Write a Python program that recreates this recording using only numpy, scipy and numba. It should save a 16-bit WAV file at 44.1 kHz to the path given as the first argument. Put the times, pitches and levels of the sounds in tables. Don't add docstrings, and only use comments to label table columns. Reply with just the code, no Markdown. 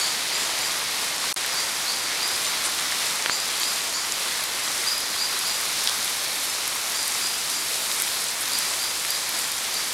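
import sys
import numpy as np
from scipy import signal
from scipy.fft import rfft, irfft, next_fast_len
from scipy.io import wavfile
from scipy.ndimage import uniform_filter1d
from numba import njit

SR = 44100
rng = np.random.default_rng(int(sys.argv[2]) if len(sys.argv) > 2 else 0)


def level_to_linear(level):
    exponent = np.asarray(level, float) / 20
    return 10 ** exponent


def store_pcm(level_fs):
    pcm = np.round(np.clip(level_fs, -1, 1) * 32767).astype(np.int16)
    wavfile.write(sys.argv[1], SR, np.atleast_2d(pcm).T)


N = 437913
FFT_SIZE = next_fast_len(N)
HZ = np.arange(FFT_SIZE // 2 + 1) * SR / FFT_SIZE
TOP_HZ = 15830


def unit(x):
    return x / np.sqrt(np.mean(x ** 2))


def walk(rate_hz):
    hold = int(SR / rate_hz)
    steps = np.repeat(rng.standard_normal(N // hold + 1), hold)
    return 1.28 * uniform_filter1d(uniform_filter1d(steps, hold), hold)[:N]


def bump(centre_hz, octaves):
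    return np.cos(np.pi / 2 * np.clip(np.log2((HZ + 1) / centre_hz) / octaves, -1, 1)) ** 2


def band_noise(spectrum, centre_hz, octaves):
    return irfft(spectrum * bump(centre_hz, octaves), FFT_SIZE)[:N]


def colour(hz):
    # frequency [Hz], density [dB per Hz].
    wash_shape = [(30, -29), (300, -19), (800, -14.5), (1050, -12.5), (1600, -13.5), (2150, -11.5),
                  (2850, -14), (3900, -10.5), (5300, -12), (6600, -14.5), (10000, -16), (12000, -20),
                  (14000, -27.5), (15800, -35.5)]
    shape_hz, shape_db = np.transpose(wash_shape)
    return level_to_linear(np.interp(np.log(hz + 1), np.log(shape_hz), shape_db))


@njit
def rings(at, size, hz, cycles, phase, n, sr):
    out = np.zeros(n)
    for k in range(len(at)):
        step = np.exp(complex(-np.log(1000.) / cycles[k], 2 * np.pi) * hz[k] / sr)
        z = size[k] * np.exp(1j * phase[k])
        rise = 1.
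        for i in range(at[k], min(n, at[k] + int(cycles[k] * sr / hz[k]))):
            z *= step
            rise *= np.exp(-2 * hz[k] / sr)
            out[i] += (1 - rise) * z.imag
    return out


def ring_clusters(table, spread=.1, lag_cycles=.15):
    s, db, hz, cycles = np.repeat(np.array(table, float), 3, axis=0).T
    late, detune, phase = rng.random((len(s), 3)).T
    at = ((s + lag_cycles * late / hz) * SR).astype(np.int64)
    hz = np.clip(hz * (1 + spread * (2 * detune - 1)), 300, 17000)
    return rings(at, level_to_linear(db - 4), hz, np.clip(cycles, 1, 60) * 2, phase, N, 1. * SR)


def bird():
    # start [s], top of the loud partial [Hz], slide [s], level [dB], upper partial [dB].
    calls = [(-0.01, 4840, 0.06, -31.4, -4), (0.3, 4890, 0.04, -35.5, -1.8),
             (0.59, 4870, 0.035, -36.8, -3.1), (1.538, 4860, 0.055, -32.3, -9.0),
             (1.855, 4820, 0.07, -31.2, -10.2), (2.19, 4880, 0.055, -30.9, -10.0),
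             (3.283, 4860, 0.05, -32, -2.5), (3.6, 4860, 0.035, -32, -4.5), (3.92, 4870, 0.05, -35.2, -1.5),
             (4.853, 4910, 0.03, -28.6, -11.5), (5.16, 4830, 0.055, -29.9, -11.4),
             (5.435, 4830, 0.03, -33.6, -4), (6.93, 4830, 0.035, -34.5, -3.7),
             (7.195, 4880, 0.035, -32.9, -7.8), (7.495, 4770, 0.03, -35.5, -5),
             (8.51, 4780, 0.03, -31.7, -8), (8.78, 4810, 0.035, -34.8, -6.5),
             (9.07, 4880, 0.04, -33.6, -9.4), (9.35, 4830, 0.03, -39, -4), (9.7, 4760, 0.025, -35.0, -7.2)]
    call_s, slide_depth = .135, .22
    echo_db, near_t60_s, far_t60_s = 4, .25, 1.4
    out = np.zeros(N + 2 * SR)
    echo_t = np.arange(SR // 2) / SR
    unsteady = 1 + .009 * walk(110)
    rasp = level_to_linear(3.5 * walk(150))
    t = np.arange(int(call_s * SR)) / SR
    swell = np.minimum(t / .02, 1) * (1 - t / call_s) ** .9 * np.minimum((call_s - t) / .03, 1)
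    for s, hz, slide_s, db, upper_db in calls:
        i = int((s + 1) * SR)
        moment = i % (N - SR)
        now = slice(moment, moment + len(t))
        pitch_hz = hz * (1 - slide_depth * np.maximum(1 - t / slide_s, 0) ** 2) * unsteady[now]
        phase = 2 * np.pi * np.cumsum(pitch_hz) / SR
        decay = level_to_linear(-60 * echo_t / near_t60_s) + .36 * level_to_linear(-60 * echo_t / far_t60_s)
        echo = rng.standard_normal(len(echo_t)) * decay * (echo_t > .002)
        echo *= level_to_linear(echo_db) / np.sqrt(np.sum(echo ** 2))
        echo[0] = 1
        for order, gain_db in ((1, db), (3 / 2, db + 1.3 * upper_db)):
            heard = signal.fftconvolve(swell * rasp[now] * np.sin(order * phase), echo)
            out[i:i + len(heard)] += level_to_linear(gain_db) * heard / np.std(heard[:len(t)])
    return out[SR:SR + N]


def leaf_sprays():
    # start [s], length [s], centre [Hz], level [dB].
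    bursts = [
        (2.64, 0.05, 8500, -26.5),
        (5.874, .03, 4000, -29),
        (6.425, .04, 10500, -32),
        (8.203, 0.031, 9000, -31),
        (8.403, 0.036, 9900, -28),
        (9.382, .04, 10500, -35),
    ]
    out, t = np.zeros(N), np.arange(N) / SR
    for s, length_s, hz, db in bursts:
        hiss = unit(band_noise(rfft(rng.standard_normal(N), FFT_SIZE), hz, 0.68))
        swell = np.sin(np.pi * np.clip((t - s) / length_s, 0, 1) ** 0.68)
        out += level_to_linear(db) * hiss * swell
    return out


def drips():
    # start [s], peak [dB], ring [Hz], length [cycles].
    dull_drips = [(1.241, -18, 1140, 4.0), (1.446, -22.5, 1640, 27), (2.922, -14, 1900, 4.4),
                  (3.2612, -24, 1090, 8.3), (3.2603, -12, 4100, 5.3), (3.2963, -9.5, 1790, 5.6),
                  (4.677, -21, 1150, 4.0), (5.4375, -18, 1290, 5.0), (5.8736, -11, 3600, 6.0),
                  (8.0001, -17, 8300, 7.0), (5.8738, -14, 5400, 8.0), (6.079, -13, 3800, 6.0),
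                  (7.9155, -11, 3700, 6.0), (4.835, -24, 2030, 28), (5.722, -24, 1960, 4.0),
                  (5.877, -12, 4000, 6.0), (7.153, -19, 2130, 4.0), (7.898, -22, 1290, 4.0),
                  (8.076, -16, 2270, 4.4)]
    return ring_clusters(dull_drips)


def splashes():
    # start [s], level [dB], centre [Hz].
    fat_drops = [(1.241, -23, 5000), (2.2783, -21, 11000), (2.6407, -21, 7900), (2.6534, -24, 8900),
                 (2.662, -22, 10000), (2.7971, -20, 7600), (3.2245, -19, 7800), (3.2611, -11, 2500),
                 (3.2975, -16, 2300), (3.4024, -19, 7200), (3.634, -15, 4500), (4.1224, -15, 6700),
                 (4.6783, -21, 1700), (4.7797, -23, 7600), (5.8747, -13.5, 5200), (5.8901, -19, 3900),
                 (5.8955, -18, 6900), (6.6779, -17, 11800), (7.0293, -21, 8600), (7.2711, -20, 9500),
                 (7.5006, -19, 10500), (7.916, -20, 5300), (8.0005, -16, 9400), (8.0217, -13, 13000),
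                 (8.242, -19, 9000), (8.5346, -18, 8600), (8.5884, -14, 11500), (9.05, -20, 2600),
                 (9.1059, -16, 12800), (9.3907, -19, 8400)]
    # start [s], level [dB].
    fine_drops = [(0.3826, -30), (0.7893, -27), (0.9119, -29), (1.0451, -25), (1.4634, -22), (1.6033, -24),
                  (2.7481, -26), (3.0554, -27), (3.5995, -21), (4.439, -20), (4.9805, -22), (5.0043, -25),
                  (5.3913, -19), (5.4788, -24), (5.6125, -22), (5.8405, -21), (6.0463, -19), (6.0568, -21),
                  (6.0976, -23), (6.7536, -23), (6.8983, -24), (7.0801, -18), (8.204, -26), (8.2202, -25),
                  (8.4873, -23), (8.6877, -26), (8.7175, -25), (9.2929, -21), (9.5191, -20), (9.7437, -22)]
    rise_s, fall_s = .0002, .0007
    stray_count, stray_db, stray_spread_db = 30, -30, 2.5
    fine_hz, fine_spread_hz, fine_width_hz = 14000, 1100, 5600
    t = (np.arange(512) - 128) / SR
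    hz = np.arange(257) * SR / 512
    shape = np.exp(np.minimum(t / rise_s, -t / fall_s))
    bursts = [(s, db, f, 2300 + .22 * f) for s, db, f in fat_drops]
    stray = [(.02 + u * (N / SR - .04), stray_db + stray_spread_db * (2 * v - 1))
             for u, v in rng.random((stray_count, 2))]
    for s, db in list(fine_drops) + stray:
        bursts.append((s, db, fine_hz + fine_spread_hz * rng.standard_normal(), fine_width_hz))
    out = np.zeros(N)
    for s, db, centre_hz, width_hz in bursts:
        noise = rng.standard_normal(512)
        band = np.exp(-((hz - centre_hz) / (0.89 * width_hz)) ** 2)
        burst = irfft(rfft(noise * shape) * colour(hz) * band)
        i = int(s * SR) - 140
        out[i:i + 512] += level_to_linear(db + 2.5) * burst / np.sqrt(np.sum(burst ** 2) / 24)
    return out


def patter(count, low_hz, high_hz, cycles, scatter_db):
    when, pitch, far, phase = rng.random((count, 4)).T
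    hz = low_hz + (high_hz - low_hz) * pitch
    size = level_to_linear(-scatter_db * np.log(np.maximum(far, 1 / 30))) * np.sqrt(hz)
    at = (when * N).astype(np.int64)
    return unit(rings(at, size, hz, np.full(count, cycles), 2 * np.pi * phase, N, 1. * SR))


def rain():
    # time [s], turn of the camera from lawn to paving [0-1].
    camera_turn = [
        (0, 0.15),
        (2.0, 0.2),
        (4.0, .5),
        (5.0, .5),
        (6.0, 0.77),
        (8.0, 1),
        (8.6, 0.8),
        (9.3, 1),
        (9.93, 0.8),
    ]
    rain_db, tilt_hz = -26.5, 6700
    turn = np.interp(np.arange(N) / SR, *np.transpose(camera_turn)) - .5
    level_db, treble_db = -2 * turn, 6 * turn
    grass = level_to_linear(-12.5) * patter(count=9000, low_hz=685.0, high_hz=6850.0, cycles=3.0, scatter_db=3.0)
    paving = level_to_linear(-10.0) * patter(count=6000, low_hz=6000., high_hz=17100.0, cycles=5.9, scatter_db=5.0)
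    wash = rfft(rng.standard_normal(N) + grass + paving, FFT_SIZE) * colour(HZ)
    out, gust = 0, walk(9)
    for hz in 16 * 2 ** np.arange(0, 10.6, .5):
        bright = 1 / (1 + (tilt_hz / hz) ** 4)
        db = level_db + bright * treble_db + (0.46 + 0.36 * bright) * gust + 0.61 * walk(12)
        out = out + level_to_linear(db) * band_noise(wash, hz, .5)
    return level_to_linear(rain_db) * unit(out)


def scene():
    mono = bird() + leaf_sprays() + drips() + splashes() + rain()
    return np.array([mono, mono])


def camera_click():
    # start [s], peak [dB], ring [Hz], length [cycles].
    click_parts = [
        (1.3388, -35, 8600, 14.0),
        (1.3418, -15, 11000, 9.0),
        (1.3432, -26, 9000, 16.0),
        (1.343, -30, 5900, 12),
        (1.3425, -39, 1100, 5.0),
    ]
    return ring_clusters(click_parts)


def band_fill(mid):
    fill_s = [.302, .721, 1.531, 1.998, 2.417, 2.484, 3.507, 4.271, 4.39, 4.598, 4.644, 5.409, 5.505, 6.225,
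              6.338, 6.503, 7.338, 7.619, 8.29, 8.847, 9.358, 9.662]
    frame, grid = 1024, 51
    lowest_hz, highest_hz, width = 4200, 13500, .2
    side, n = np.zeros(N), np.arange(2 * frame)
    window = np.sin(np.pi * (n + .5) / (2 * frame))
    chance = rng.random((len(fill_s), 2, 2))
    chance[:, 0, 1] = 0
    for s, (u, skip) in zip(np.repeat(fill_s, 2), chance.reshape(-1, 2)):
        if skip > .5:
            continue
        low_hz = lowest_hz * (highest_hz / lowest_hz) ** u
        high_hz = min(low_hz * (1 + width), TOP_HZ)
        i = grid + frame * (round((s * SR - grid) / frame) - 1)
        k = np.arange(round(low_hz * 2 * frame / SR), round(high_hz * 2 * frame / SR))
        basis = window * np.cos(np.pi / frame * np.outer(k + .5, n + .5 + frame / 2))
        size = np.sqrt(np.mean((basis @ mid[i:i + 2 * frame]) ** 2))
        side[i:i + 2 * frame] += size * rng.standard_normal(len(k)) @ basis * 2 / frame
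    return level_to_linear(-1.0) * side


def top_cut(x):
    return signal.sosfilt(signal.butter(12, 16250, fs=SR, output="sos"), x)


def record(dry):
    mute_start_s, mute_end_s, mute_db = 1.3277, 1.3615, -36
    corners_s = [mute_start_s - .0003, mute_start_s, mute_end_s, mute_end_s + 0.00043]
    gate_db = np.interp(np.arange(N) / SR, corners_s, [0, mute_db, mute_db, 0])
    muted = dry[0] * level_to_linear(gate_db) + camera_click()
    mid = irfft(rfft(muted, FFT_SIZE) * (HZ < TOP_HZ), FFT_SIZE)[:N]
    side = band_fill(mid)
    return top_cut(np.array([mid + side, mid - side]))


dry = scene()
out = record(dry)
store_pcm(out)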